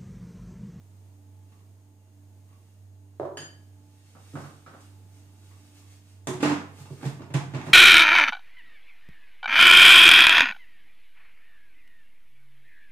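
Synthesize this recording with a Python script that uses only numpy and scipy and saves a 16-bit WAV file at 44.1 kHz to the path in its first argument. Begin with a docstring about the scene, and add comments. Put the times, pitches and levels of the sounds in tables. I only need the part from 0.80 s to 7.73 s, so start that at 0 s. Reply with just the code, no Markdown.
"""A plastic lid drops on the steel bowl of a food processor, rattles and is twisted until it locks:
each contact clacks the plastic, rings the steel and rocks the machine with a low thump. Before that,
a cup settles on a clothed table, a spatula clinks a glass bowl and the lid is nudged and lifted.
Sleeves brush and utensils tap softly. Underneath lies a steady appliance hum with a thin whine,
all in a small, hard-walled kitchen."""
import sys
import numpy as np
from scipy import signal
from scipy.fft import rfft, irfft, next_fast_len
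from scipy.io import wavfile
from scipy.ndimage import uniform_filter1d

SR = 44100
rng = np.random.default_rng(int(sys.argv[2]) if len(sys.argv) > 2 else 0)


def int16_out(signal):
    """Quantize to a 16-bit WAV file."""
    q = np.round(np.clip(np.atleast_2d(signal).T, -1, 1) * 32767)
    wavfile.write(sys.argv[1], SR, q.astype(np.int16))


N = 305657
TIME = np.arange(N) / SR
RING_TIME = TIME[:SR]

# motor hum partials: f/Hz, level/dB, waver/dB
HUM_PARTIALS = [(96.5, -50.5, 2.8), (161.5, -80, 3.5), (214, -76.5, -1.5), (292, -66.5, 6), (399, -83, 6.5),
                (453, -79, -1), (633, -79, 1), (860, -80, 7), (2780, -91, 7.5)]
# room tone EQ: f/Hz, level/dB
AIR_EQ = [(20, -7.5), (35, -10), (60, -9), (150, -1), (300, -5), (520, -14.5), (850, -14), (1200, -21.5),
          (2000, -23.5), (5000, -27.5), (9000, -25), (11000, -28.5), (15500, -28)]
# utensils touching: t/s, level/dB
UTENSIL_TAPS = [(.722, -63), (.79, -69.5), (1.69, -66.5), (1.729, -64.5), (4.711, -60), (5.019, -65.5)]
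# their EQ: f/Hz, level/dB
TAP_EQ = [(100, -22), (800, -12), (1000, -3), (1170, 3.5), (1400, -13), (2000, -9), (2600, -13),
          (3500, -18), (15000, -27)]
# sleeves, hands and lid brushing cloth and plastic: peak t/s, level/dB, length/s
BRUSH_STROKES = [(.72, -70, .2), (1.87, -70.5, .7), (3.27, -64.5, 1), (3.44, -75, 0.24),
                 (3.59, -53.5, 0.73), (4.02, -61, 0.59), (4.37, -60.5, 0.34), (4.68, -60, 0.67),
                 (4.85, -61, .5), (4.975, -57, 0.2), (5.115, -55.5, .25), (5.3, -61, 0.33),
                 (5.988, -53, 0.24), (6.13, -55.5, 0.29), (6.255, -47.5, 0.19), (6.87, -48, 0.083)]
# brushed cloth EQ: f/Hz, level/dB
CLOTH_EQ = [(200, 6), (1000, 0.5), (2500, 3), (5000, 0), (8500, 0.5), (11000, -7), (15000, -10)]
# lid rim pushed round on the steel: peak t/s, level/dB, length/s
RIM_SCRAPES = [(5.73, -39.5, 0.3), (6.01, -51, .4), (6.245, -31, 0.071), (6.42, -48, 0.14),
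               (6.66, -66, 0.31), (6.8, -39, 0.33), (6.9, -39, .18)]
# spatula handle on the glass rim: t/s, level/dB, table thump/dB
SPATULA_HITS = [(2.572, -41.5, -44)]
# glass bowl modes: f/Hz, level/dB, t60/s
GLASS_MODES = [(1685, 2, .38), (1738, -4, .2), (3040, -4, .28), (3079, -2, .34), (4694, -1, .35),
               (4722, -6, .22), (5055, -14, .18), (6675, 6, .11), (8603, -1, .08), (8995, -3, .11),
               (9706, -15, .12), (11450, -13, .08), (14250, -16, .06)]
# spatula tick EQ: f/Hz, level/dB
TICK_EQ = [(40, -19), (300, 3), (1100, -6), (1700, 4), (2300, -11), (3100, -0.5), (3800, -16),
           (4800, -8), (7500, -30), (14000, -34)]
# cup rocking to rest on the cloth: t/s, level/dB, table thump/dB
CUP_KNOCKS = [(2.3986, -27, -39.5), (2.422, -42.5, -35), (2.432, -34, -54), (2.453, -34, -58)]
# cup EQ: f/Hz, level/dB
CUP_EQ = [(30, -31), (100, -22), (240, -15.5), (365, 6.5), (470, 1.5), (620, 6.5), (780, -4.5), (1000, -3),
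          (1400, -17), (2400, -35), (6000, -46), (15000, -56)]
# lid nudged on the table: t/s, level/dB, tilt/(dB per octave), table thump/dB
NUDGES = [(3.352, -49.5, -3, -53), (3.536, -44.5, -11.5, -29), (3.555, -35.5, -2, -50), (3.6, -63, -3, -39),
          (3.642, -45, 1, -38.5), (3.863, -45, 2, -47.5), (3.934, -46.5, -1.5, -64),
          (4.006, -59.5, 11, -62)]
# their EQ: f/Hz, level/dB
NUDGE_EQ = [(30, -41), (100, 2), (280, 4), (450, 0.5), (700, 3.5), (950, -0.5), (1200, 3.5), (1500, 3.5),
            (1900, -8.5), (3500, -18.5), (8000, -31), (15000, -51)]
# lid knocking on the steel bowl: t/s, level/dB, tilt/(dB per octave), machine thump/dB
LID_KNOCKS = [(5.471, -28.5, -2, -30.5), (5.494, -43, -1, -36), (5.534, -46.5, 4, -32),
              (5.604, -37, 2, -40), (5.629, -22.5, 1, -39), (6.000, -55.5, 11, -37.5),
              (6.103, -46, -19, -31.5), (6.230, -36.5, -9.5, -33), (6.253, -41, 4, -21),
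              (6.394, -40, -8, -36), (6.503, -44, -2, -36), (6.541, -28, 1, -15.5),
              (6.548, -35.5, -2.5, -47), (6.737, -37, -0.5, -24.5), (6.746, -34, 0, -28.5),
              (6.777, -42, -1.5, -44), (6.866, -35, -2.5, -31), (6.885, -38, -5, -27.5)]
# dense, short ring of the plastic: f/Hz, level/dB
PLASTIC_EQ = [(30, -60), (90, -49), (180, 9), (350, 7.5), (520, 0), (900, 3.5), (1250, 0), (1700, -2),
              (2600, -6.5), (4400, -16), (7200, -20.5), (9500, -29), (12000, -36), (15500, -45)]
# steel bowl modes, undamped by the lid: f/Hz, level/dB, t60/s
STEEL_MODES = [(250, -8, 0.38), (293.3, 3.5, 0.29), (350, -36, 0.1), (435.7, -10, 0.3), (556, -35, 0.22),
               (646.6, -13.5, 0.17), (854, -18.5, 0.21), (1136, -12.5, 0.18), (1667, -33, 0.22),
               (2300, -23, 0.34), (3410, -45, 0.49)]
# steel ring EQ, deep bass cut: f/Hz, level/dB
STEEL_EQ = [(30, -26), (150, 1)]
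# hard lid edge snapping on the steel rim: t/s, level/dB
EDGE_SNAPS = [(5.4712, -37), (5.626, -41.5), (6.5395, -43.5)]
# their EQ: f/Hz, level/dB
SNAP_EQ = [(1000, -31), (2600, -19), (3500, 4), (4300, -9.5), (6500, 0.5), (9000, -3.5),
           (11500, -14), (15500, -21)]
# lid flexing with a short hollow note: t/s, f/Hz, level/dB
FLEX_NOTES = [(3.537, 292.2, -31.5), (5.492, 367, -29.5), (6.106, 383, -36.5)]
# left channel against the right: f/Hz, level/dB
LEFT_EQ = [(60, -3), (200, -4.5), (700, -2), (2400, -2.5), (8000, 1.5), (15000, -2.5)]


def amp(db):
    """Decibels to gain."""
    return 10 ** (np.asarray(db) / 20)


def unit(x):
    """Scale to rms 1."""
    return x / np.sqrt(np.mean(x ** 2))


def eq_gain(hz, curve):
    """Gain of an EQ curve at each frequency."""
    f, db = np.transpose(curve)
    return amp(np.interp(np.log(hz + 1), np.log(f), db))


def eq(x, curve):
    """Colour a sound with an EQ curve."""
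    n = x.shape[-1]
    size = next_fast_len(n)
    return irfft(rfft(x, size) * eq_gain(np.fft.rfftfreq(size, 1 / SR), curve), size)[..., :n]


def add(track, s, sound):
    """Mix a sound in at s seconds."""
    i = int(s * SR)
    track[..., i:i + sound.shape[-1]] += sound[..., :N - i]


def drift(rate_hz):
    """Smooth random modulation with a spread near 1."""
    k = max(int(SR / rate_hz), 1)
    return 1.34 * uniform_filter1d(np.repeat(rng.standard_normal(N // k + 1), k), k)[:N]


def fade(t60):
    """Decay by 60 dB in t60 seconds."""
    return np.exp(-np.log(1000) * RING_TIME / t60)


def stereo(x, lag_samples=4):
    """Direct sound arrives on the left just before the right."""
    return np.array([x, np.concatenate([np.zeros(lag_samples), x[:-lag_samples]])])


def diffuse(size, alike_hz=750):
    """Noise from all sides: centred in the bass, wide in the treble."""
    n = next_fast_len(size)
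    likeness = .92 / (1 + (np.fft.rfftfreq(n, 1 / SR) / alike_hz) ** 4)
    mid, side = rfft(rng.standard_normal((2, n)))
    mid, side = mid * np.sqrt(1 + likeness), side * np.sqrt(1 - likeness)
    return unit(irfft(np.array([mid + side, mid - side]), n)[:, :size])


def kitchen_reverb(t60_low=0.6, t60_high=0.37, build_s=0.00053):
    """Hard walls return a flat-toned tail, built in half octaves; the treble dies a little sooner."""
    hz = np.fft.rfftfreq(SR, 1 / SR)
    half_octaves = np.clip(2 * np.log2((hz + 1) / 100), 0, 14)
    noise, reverb = rfft(diffuse(SR)), 0
    attack = 1 - np.exp(-RING_TIME / build_s)
    for k, t60 in enumerate(np.linspace(t60_low, t60_high, 15)):
        band = np.maximum(1 - abs(half_octaves - k), 0)
        tail = irfft(noise * band, SR) * fade(t60) * attack
        reverb = reverb + tail * np.sqrt(np.mean(band ** 2) / np.sum(tail ** 2) * 2)
    return reverb


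def in_room(x, wet_db):
    """Direct sound plus reverb; each spot in the room has its own reflections."""
    wet = amp(wet_db)
    reverb = signal.fftconvolve(x[None], kitchen_reverb(), axes=1)[:, :N]
    return (stereo(x) + wet * reverb) / np.hypot(1, wet)


def ring(modes, scatter_db=0):
    """Struck modes; the striking point scatters their balance."""
    out = 0
    for k, (hz, db, t60) in enumerate(modes):
        gain = (-1) ** k * amp(db + scatter_db * rng.standard_normal())
        out = out + gain * np.sin(2 * np.pi * hz * RING_TIME) * fade(t60)
    return out


def clack(curve, t60, chatter, tilt_db=0, evenness=0.68):
    """A sharp contact and a spray of tiny rebounds, coloured by the part; tilt_db brightens or dulls."""
    hz = np.fft.rfftfreq(SR, 1 / SR)
    force = rng.standard_normal(SR) * fade(t60)
    force *= chatter / np.linalg.norm(force)
    force[0] += 1
    spectrum = rfft(force)
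    tilt = amp(tilt_db * np.log2(np.maximum(hz / 1000, .5)))
    gain = eq_gain(hz, curve) * tilt / abs(spectrum) ** evenness  # the spray of rebounds leaves the tone smooth
    # minimum phase keeps the attack sharp
    cepstrum = irfft(np.log(gain), SR)
    cepstrum[1:SR // 2] *= 2
    cepstrum[SR // 2 + 1:] = 0
    sound = irfft(spectrum * np.exp(rfft(cepstrum)), SR)
    return sound * np.sqrt(.03 * SR / np.sum(sound ** 2))


def thump(hz, swell_s, tail_db, tail_hz, tail_t60):
    """A heavy body rocks for a few cycles and leaves a low room resonance ringing."""
    age = RING_TIME / swell_s
    rock = age ** 2 * np.exp(2 * (1 - age)) * np.sin(2 * np.pi * hz * RING_TIME)
    tail = (1 - np.exp(-age)) * fade(tail_t60) * np.sin(2 * np.pi * tail_hz * RING_TIME)
    return rock + amp(tail_db) * tail


def appliance_bed(whine_hz=6570, jitter_hz=8):
    """A motor hums with wavering overtones; electronics add a thin whine over the room tone."""
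    hum = 0
    for hz, db, waver_db in HUM_PARTIALS:
        gain = np.sqrt(2) * amp(db + waver_db * np.tanh(drift(6)))
        hum = hum + gain * np.sin(2 * np.pi * hz * TIME + 0.2 * waver_db * drift(2.16))
    whine = np.sqrt(2) * np.sin(2 * np.pi * np.cumsum(whine_hz + jitter_hz * drift(60)) / SR)
    panned_left = amp([[-79.5], [-91]])
    air = unit(eq(diffuse(N), AIR_EQ)) * amp(0.8 * drift(3))
    return stereo(hum) + panned_left * whine + amp(-62) * air


def utensils():
    """Small things touch each other softly as they are picked up."""
    taps = np.zeros(N)
    for s, db in UTENSIL_TAPS:
        add(taps, s, amp(db) * clack(TAP_EQ, t60=0.064, chatter=1.8))
    return in_room(taps, wet_db=8)


def strokes(rows, rise_share, depth_db=18.5):
    """Envelope of hand strokes that speed up and slow down; both ends lie depth_db under the peak."""
    power = 0
    for s, db, length in rows:
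        from_peak = np.maximum((s - TIME) / rise_share, (TIME - s) / (1 - rise_share)) / length
        power = power + amp(db - depth_db * np.minimum(from_peak, 10)) ** 2
    return np.sqrt(power)


def rubbing(grain_db=6, grip_db=3):
    """Dense tiny slips: cloth brushes smoothly, the lid rim catches and lets go."""
    cloth = eq(rng.standard_normal(N), CLOTH_EQ) * amp(0.65 * drift(25))
    slips = rng.standard_normal(N) * amp(grain_db * drift(700) + grip_db * drift(45))
    brushes = unit(cloth) * strokes(BRUSH_STROKES, rise_share=0.53)
    scrapes = unit(eq(slips, PLASTIC_EQ)) * strokes(RIM_SCRAPES, rise_share=0.59)
    return in_room(brushes + scrapes, wet_db=5)


def shimmer(modes, wet_db):
    """Each mode beats with its own reflections, so it swells and flutters as it dies."""
    reverb, out = kitchen_reverb(), np.zeros((2, SR))
    for mode in modes:
        tone = ring([mode])
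        heard = stereo(tone) + amp(wet_db) * signal.fftconvolve(tone[None], reverb, axes=1)[:, :SR]
        out += heard * np.std(tone) / np.std(heard)
    return out


def glass_clink():
    """The spatula handle ticks on the rim, the glass bowl rings and its foot bumps the table."""
    glass, tick, table = np.zeros((2, N)), np.zeros(N), np.zeros(N)
    bowl = shimmer(GLASS_MODES, wet_db=7)
    bump = thump(hz=149, swell_s=0.038, tail_db=-15, tail_hz=153, tail_t60=0.6)
    for s, db, thump_db in SPATULA_HITS:
        add(glass, s, amp(db) * bowl)
        add(tick, s, amp(db + 3.5) * clack(TICK_EQ, t60=0.023, chatter=0.83))
        add(table, s, amp(thump_db) * bump)
    return glass + in_room(tick, wet_db=11) + in_room(table, wet_db=-8)


def table_knocks():
    """The cup and the lid knock through the cloth, and the table booms under them."""
    cup, lid, table = np.zeros((3, N))
    boom = thump(hz=140, swell_s=0.021, tail_db=-27, tail_hz=143, tail_t60=0.59)
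    for s, db, thump_db in CUP_KNOCKS:
        add(cup, s, amp(db) * clack(CUP_EQ, t60=0.028, chatter=1.0))
        add(table, s, amp(thump_db) * boom)
    for s, db, tilt_db, thump_db in NUDGES:
        add(lid, s, amp(db) * clack(NUDGE_EQ, t60=0.057, chatter=1.23, tilt_db=tilt_db))
        add(table, s, amp(thump_db) * boom)
    return in_room(cup, wet_db=5) + in_room(lid, wet_db=13) + in_room(table, wet_db=-8.5)


def lid_rattle(start_s=5.635, count=5, swings=6, first_db=-27, loss_db=1.2, tilt_db=0.5, thump_db=-32):
    """Rows of fading knocks: the rim throws the lid back every few swings of its strongest mode."""
    bowl_hz = max(STEEL_MODES, key=lambda mode: mode[1])[0]
    return [(start_s + k * swings / bowl_hz, first_db - k * loss_db, tilt_db, thump_db)
            for k in range(count)]


def lid_on_bowl(seated_s=5.9):
    """Each contact clacks the plastic, rings the steel bowl and rocks the machine."""
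    plastic, edge, steel, body = np.zeros((4, N))
    rocking = thump(hz=142, swell_s=.014, tail_db=-21, tail_hz=151, tail_t60=.4)
    damping = fade(t60=0.62)  # the lid lying on the rim shortens every ring
    for s, db, tilt_db, thump_db in LID_KNOCKS + lid_rattle():
        ring_db = db + (1 if s < seated_s else -4)  # softer once the lid is pressed home
        add(plastic, s, amp(db) * clack(PLASTIC_EQ, t60=0.043, chatter=3.84, tilt_db=tilt_db))
        add(steel, s, amp(ring_db) * ring(STEEL_MODES, scatter_db=4) * damping)
        add(body, s, amp(thump_db) * rocking)
    for s, db in EDGE_SNAPS:
        add(edge, s, amp(db) * clack(SNAP_EQ, t60=0.039, chatter=2.2))
    soft_attack = 1 - fade(t60=0.0078)
    for s, hz, db in FLEX_NOTES:
        add(body, s, ring([(hz, db, .36)]) * soft_attack)
    return (in_room(plastic, wet_db=11.5) + in_room(edge, wet_db=5.5)
            + in_room(eq(steel, STEEL_EQ), wet_db=-11.5) + in_room(body, wet_db=-2))


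def scene():
    """The lid up front, then the smaller handling sounds and the bed of hum, in stereo."""
    mix = lid_on_bowl() + table_knocks() + glass_clink() + rubbing() + appliance_bed() + utensils()
    return amp(0.12) * mix


def record(dry, top_hz=15450):
    """Master EQ: the left side is a little thinner in the bass, and a steep low-pass cuts the top."""
    pair = np.array([eq(dry[0], LEFT_EQ), dry[1]])
    return signal.sosfilt(signal.ellip(10, .2, 80, top_hz, fs=SR, output="sos"), pair)


dry = scene()
out = record(dry)
int16_out(out)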